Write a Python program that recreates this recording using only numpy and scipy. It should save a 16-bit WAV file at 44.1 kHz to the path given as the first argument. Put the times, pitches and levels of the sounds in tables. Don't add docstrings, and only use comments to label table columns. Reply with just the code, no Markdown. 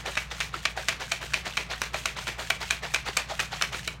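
import sys
import numpy as np
from scipy import signal
from scipy.fft import rfft, irfft, next_fast_len
from scipy.io import wavfile
from scipy.ndimage import map_coordinates

SR = 44100
rng = np.random.default_rng(int(sys.argv[2]) if len(sys.argv) > 2 else 0)


def store_wav(level_fs):
    pcm = np.round(np.clip(np.atleast_2d(level_fs), -1, 1) * 32767)
    wavfile.write(sys.argv[1], SR, pcm.T.astype(np.int16))


N = 176400

# t/s, level/dB, crack tilt/(dB/octave), relative thud level/dB
IMPACTS = [(0.0604, -24.5, 1, 1), (0.1538, -21, -1.5, -16), (0.17, -19.5, -5, 6), (0.174, -10, -5, -12),
           (0.4035, -14, 0, -8), (0.4094, -14.5, -3.3, -10), (0.5417, -25, -8.5, -2), (0.6532, -12, 0, -6),
           (0.6561, -10, -4.5, -27), (0.775, -31, -0.5, 7), (0.8846, -12, 2, -7), (0.8865, -11.5, 0, -11),
           (0.891, -17, 2.1, -4), (1.1152, -20.5, -2, -1), (1.119, -9, -0.2, -7), (1.3359, -17, 2.5, -4),
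           (1.3411, -11, -2.1, -9), (1.467, -20.5, -8, -6), (1.5704, -15, 2.2, -0.5),
           (1.5747, -13.5, -3.5, -4), (1.713, -23.5, -1.5, 3), (1.817, -15.5, 4.5, 9),
           (1.943, -18, -2.5, 6), (2.0563, -13, 0, -2), (2.0582, -15.5, 4.5, -3), (2.27, -18.5, -2.5, 1),
           (2.278, -23, 4, 0), (2.5018, -13, 7, 5.5), (2.505, -11.5, -1.5, -9), (2.7036, -22.5, -1, 2),
           (2.7079, -9.5, 1.2, -13), (2.9389, -19, 6, 4), (2.9448, -9, 0.5, 0.5),
           (2.9603, -16.5, -1.7, -12), (3.1682, -14, 4.5, -1), (3.171, -10, 5, -0.5), (3.394, -14, -3, 4),
           (3.4008, -17, 2.5, 8.5), (3.6126, -16, -2.3, 4.5), (3.622, -9.5, 3.2, -1.5),
           (3.7305, -22.5, -7.5, -14), (3.7453, -22, -7, 2), (3.8755, -19, 4, -9), (3.8771, -14.5, 0, 3)]
# f/Hz, relative level/dB, T60/s
BOTTLE_MODES = [(648, -19, 0.089), (1180, -8, 0.02), (1525, -7, 0.019), (1896, -11, 0.027),
                (2328, -2.5, 0.036), (2479, -2, 0.021), (3035, -9.5, 0.035), (3916, -5.5, 0.017),
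                (5615, -19, 0.015)]
# f/Hz, relative level/dB
CRACK_SPECTRUM = [(100, -34), (350, -23.5), (700, -25), (1100, -8), (1500, 2.5), (2500, 1), (4000, -3),
                  (4900, -5.5), (6200, -5), (9000, -13.5), (10400, -23), (11500, -21.5), (16000, -33)]
# f/Hz, relative level/dB
THUD_SPECTRUM = [(100, -19), (350, -3), (600, -6.5), (1000, 1.5), (1500, 7.5), (4000, -76)]
def clacks(contact_s=.00027, cavity_hz=2448, half_band_hz=170):
    out, t = np.zeros(N), np.arange(SR // 8) / SR
    hz, db, t60 = np.transpose(BOTTLE_MODES)[:, :, None]
    edges_hz = [cavity_hz - half_band_hz, cavity_hz + half_band_hz]
    band = signal.butter(2, edges_hz, "band", fs=SR, output="sos")
    onset = 1 - np.exp(-t / contact_s)
    for s, level, tilt, thud_db in IMPACTS:
        strength, detune, phase = rng.standard_normal((3, len(BOTTLE_MODES), 1))
        noise = rng.standard_normal((3, len(t)))
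        modes = np.sin(2 * np.pi * (hz * (1 + .025 * detune) * t + phase))
        ring = (modes * decay(t, db - 7 + 1.3 * strength, t60)).sum(0)
        crack = coloured(noise[0], CRACK_SPECTRUM, tilt) * decay(t, db=-3, t60=.015)
        thud = coloured(noise[1], THUD_SPECTRUM) * decay(t, db=thud_db - 13.5, t60=.024)
        cavity = unit(signal.sosfilt(band, noise[2])) * decay(t, db=-19.5, t60=.1)
        add(out, s, amp(level) * (ring + crack + thud + cavity) * onset)
    return out


# t/s, level/dB, tilt/(dB/octave)
SPRAY_BURSTS = [(-.05, -35.5, -1), (.168, -33.5, 0), (0.406, -34.5, 0), (0.655, -40.5, -2.5),
                (0.883, -32.5, -1), (1.117, -36, -0.5), (1.337, -34, -0.5), (1.57, -32.5, -2),
                (1.814, -34.5, -1), (2.056, -35.5, -1), (2.268, -33, -1.5), (2.501, -36.5, -2.5),
                (2.706, -34.5, 0), (2.941, -35, -1), (3.167, -31.5, -1), (3.394, -32, 0.5),
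                (3.614, -32.5, -0.5), (3.868, -44, -3)]
# f/Hz, relative level/dB
SPRAY_SPECTRUM = [(120, -28), (380, -8.5), (900, -6.5), (1400, -5), (2050, 1), (2400, 0.5), (2900, -3.5),
                  (4300, -6), (4900, -9), (6000, -8.5), (9000, -17.5), (10300, -19.5), (11500, -20.5),
                  (16000, -28)]
# f/Hz, relative level/dB
SWISH_SPECTRUM = [(150, -38), (600, -13), (1000, -31.5), (1600, -6), (2400, -0.5), (3300, -2), (4300, -4),
                  (4900, -7.5), (6500, -5.5), (9000, -11), (10300, -18.5), (11500, -16.5), (16000, -23)]
SWISH_LEAD_S = .043
def sprays(swish_db=-47):
    out, t = np.zeros(N), np.arange(SR // 5) / SR
    swish_shape = surge(t, attack_s=.014, hold_s=.09, fall_db_per_s=410)
    spray_shape = surge(t, attack_s=.0078, hold_s=.015, fall_db_per_s=229)
    for s, level, tilt in SPRAY_BURSTS:
        swish = coloured(froth(cycles=2.5, spread_db=5.5, hiss_db=7, count=200), SWISH_SPECTRUM)
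        spray = coloured(froth(cycles=1.3, spread_db=10.5, hiss_db=7.5, count=300), SPRAY_SPECTRUM, tilt)
        add(out, s - SWISH_LEAD_S, amp(swish_db) * swish * swish_shape)
        add(out, s, amp(level) * spray * spray_shape)
    return out


# t/s, level/dB, tilt/(dB/octave), foam level/dB
LANDINGS = [(.057, -32, -2, -42.5), (.309, -36.5, 1, -50), (.536, -37.5, -0.5, -47),
            (.769, -34, -1.5, -42.5), (1.002, -34.5, 0, -44.5), (1.215, -37, -2, -43),
            (1.456, -32.5, 0, -44.5), (1.704, -31.5, 0.5, -48.5), (1.936, -34.5, -1, -40),
            (2.169, -34.5, 0, -45), (2.385, -34.5, -1.5, -41.5), (2.607, -33.5, 1, -44.5),
            (2.83, -32.5, 0, -48), (3.06, -32, 1, -49), (3.293, -32.5, 0.5, -48), (3.522, -34, 0.5, -48),
            (3.728, -36.5, -2, -39.5)]
# f/Hz, relative level/dB
SLOSH_SPECTRUM = [(150, -21), (400, -5), (700, -1.5), (1100, -3.5), (1600, -1), (2600, -5.5), (4200, -6),
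                  (4900, -10.5), (6500, -15), (10500, -27.5), (16000, -34)]
def sloshes(lead_s=.028, rise_s=.0328, swell_db=31.5):
    out, t = np.zeros(N), np.arange(SR // 5) / SR
    swell = amp(swell_db * np.minimum(t / rise_s - 1, 0))
    swell *= surge(t, attack_s=.0053, hold_s=rise_s + .011, fall_db_per_s=359)
    foam_shape = surge(t, attack_s=.002, hold_s=.06, fall_db_per_s=240)
    for s, level, tilt, foam_db in LANDINGS:
        body = coloured(froth(cycles=4.8, spread_db=3.5, hiss_db=2, count=350), SLOSH_SPECTRUM, tilt)
        foam = coloured(froth(cycles=1.5, spread_db=7.5, hiss_db=7, count=250), SWISH_SPECTRUM)
        add(out, s - lead_s, amp(level) * body * swell)
        add(out, s - .004, amp(foam_db) * foam * foam_shape)
    return out


def froth(cycles, spread_db, hiss_db, count, clump_db=2.03, clumps_per_s=126.6):
    n, t = SR // 5, np.arange(SR // 150) / SR
    pitch, strength, when = rng.random((count, 3)).T[:, :, None]
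    hz = 350 * 24 ** pitch
    size = amp(spread_db * np.minimum(-np.log(1 - strength), 2.5)) * hz ** .75
    rings = size * np.sin(2 * np.pi * hz * t) * np.exp(-hz * t / cycles) * (1 - t / t[-1])
    at = ((when * n).astype(int) + np.arange(len(t))) % n
    bubbles = unit(np.bincount(at.ravel(), rings.ravel(), n))
    knots = np.arange(n) * clumps_per_s / SR
    clumps = map_coordinates(rng.standard_normal(64), [knots], order=1, mode="mirror")
    return amp(clump_db * clumps) * (bubbles + amp(hiss_db) * rng.standard_normal(n))


# t/s, starting f/Hz, level/dB, T60/s
AIR_POCKETS = [(.058, 800, -27, .05), (.078, 450, -25, 0.031), (.325, 486, -33.5, 0.046),
               (.5405, 1335, -18.5, 0.023), (.56, 354, -33, 0.046), (.7745, 760, -18, 0.023),
               (.792, 644, -29, .04), (1.022, 935, -27.5, 0.029), (1.945, 652, -20, 0.029),
               (3.09, 400, -27.5, 0.035), (3.311, 807, -23.5, 0.047), (3.32, 657, -23.5, 0.047),
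               (3.529, 804, -24.5, 0.038)]
def gulps(attack_s=.00088, glide_per_s=-3.1):
    out, t = np.zeros(N), np.arange(SR // 12) / SR
    for s, hz, level, t60 in AIR_POCKETS:
        phase = 2 * np.pi * np.cumsum(hz * np.exp(glide_per_s * t)) / SR
        add(out, s, decay(t, level, t60) * (1 - np.exp(-t / attack_s)) * np.sin(phase))
    return out


def drops(count=3, low_hz=1407, octaves=1.39, cycles=4.9, spread_db=3):
    out, t = np.zeros(N), np.arange(SR // 50) / SR
    after_sloshes = [(s, .08) for s, *_ in LANDINGS]
    before_sprays = [(s - SWISH_LEAD_S, SWISH_LEAD_S) for s, *_ in SPRAY_BURSTS]
    for start, span_s in after_sloshes + before_sprays:
        for when, pitch, ring_size, tick_size in rng.random((count, 4)):
            hz = low_hz * 2 ** (octaves * pitch)
            ring_db, tick_db = spread_db * np.minimum(-np.log([1 - ring_size, 1 - tick_size]), 3)
            ring = amp(ring_db - 37.5) * np.sin(2 * np.pi * hz * t) * np.exp(-hz * t / cycles)
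            tick = coloured(rng.standard_normal(len(t)), CRACK_SPECTRUM, tilt_db=4)
            add(out, start + when * span_s, ring + tick * decay(t, db=tick_db - 43, t60=.006))
    return out


# f/Hz, T60/s
ROOM_DECAY = [(150, 0.16), (1000, 0.18), (2500, 0.27), (6000, 0.18), (14000, 0.13)]
def room(x, positions=18, delay_s=.005):
    out = np.zeros(N)
    for part in np.array_split(np.arange(N), positions):
        hz, t, noise = signal.stft(rng.standard_normal(SR // 2), SR, nperseg=256)
        tail = signal.istft(noise * decay(t, 0, along(ROOM_DECAY, hz)[:, None]), SR, nperseg=256)[1]
        add(out, part[0] / SR + delay_s, signal.fftconvolve(x[part], tail / np.linalg.norm(tail)))
    return out


# f/Hz, rms level/dB
HUM_PARTIALS = [(58.4, -48), (118, -57), (145, -59.5), (178, -57.5)]
# f/Hz, relative level/dB
RUMBLE_SPECTRUM = [(20, -28), (40, -8), (75, 0), (95, -6.5), (145, 2), (200, -7.5), (300, -17.5),
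                   (650, -17), (1200, -13.5), (4000, -35), (16000, -63.5)]
def background(waver_db=1.4, waver_rad=.277, rumble_db=-48.5):
    hum, t = np.zeros(N), np.arange(N) / SR
    for hz, db in HUM_PARTIALS:
        peak = np.sqrt(2) * amp(db + waver_db * wobble(7))
        drift = waver_rad * hz / HUM_PARTIALS[0][0] * wobble(5.4)
        hum += peak * np.sin(2 * np.pi * hz * t + drift)
    return hum + amp(rumble_db) * coloured(rng.standard_normal(N), RUMBLE_SPECTRUM)


def amp(db):
    return 10 ** (np.asarray(db) / 20)


def decay(t, db, t60):
    return amp(db - 60 * t / t60)


def surge(t, attack_s, hold_s, fall_db_per_s):
    return np.minimum(t / attack_s, 1) * amp(-fall_db_per_s * np.maximum(t - attack_s - hold_s, 0))


def unit(x):
    return x / np.sqrt(np.mean(x ** 2) + 1e-20)


def along(points, hz):
    f, values = np.transpose(points)
    return np.interp(np.log(hz + 1), np.log(f + 1), values)


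def wobble(rate):
    return map_coordinates(rng.standard_normal(int(N * rate / SR) + 4), [np.arange(N) * rate / SR])


def coloured(x, spectrum, tilt_db=0):
    hz = np.fft.rfftfreq(len(x), 1 / SR)
    octaves = np.log2(np.maximum(hz, 250) / 2000)
    return unit(irfft(rfft(x) * amp(along(spectrum, hz) + tilt_db * octaves), len(x)))


def add(track, s, sound):
    i = round(s * SR)
    sound, i = sound[max(-i, 0):], max(i, 0)
    track[i:i + len(sound)] += sound[:max(N - i, 0)]


def scene(room_db=-11.5):
    bottle = clacks() + sprays() + sloshes() + gulps() + drops()
    return (bottle + amp(room_db) * room(bottle) + background())[None]


def record(dry, top_hz=16100):
    size = next_fast_len(N + SR // 4)
    passband = np.fft.rfftfreq(size, 1 / SR) < top_hz
    return irfft(rfft(dry, size) * passband, size)[:, :N]


dry = scene()
out = record(dry)
store_wav(out)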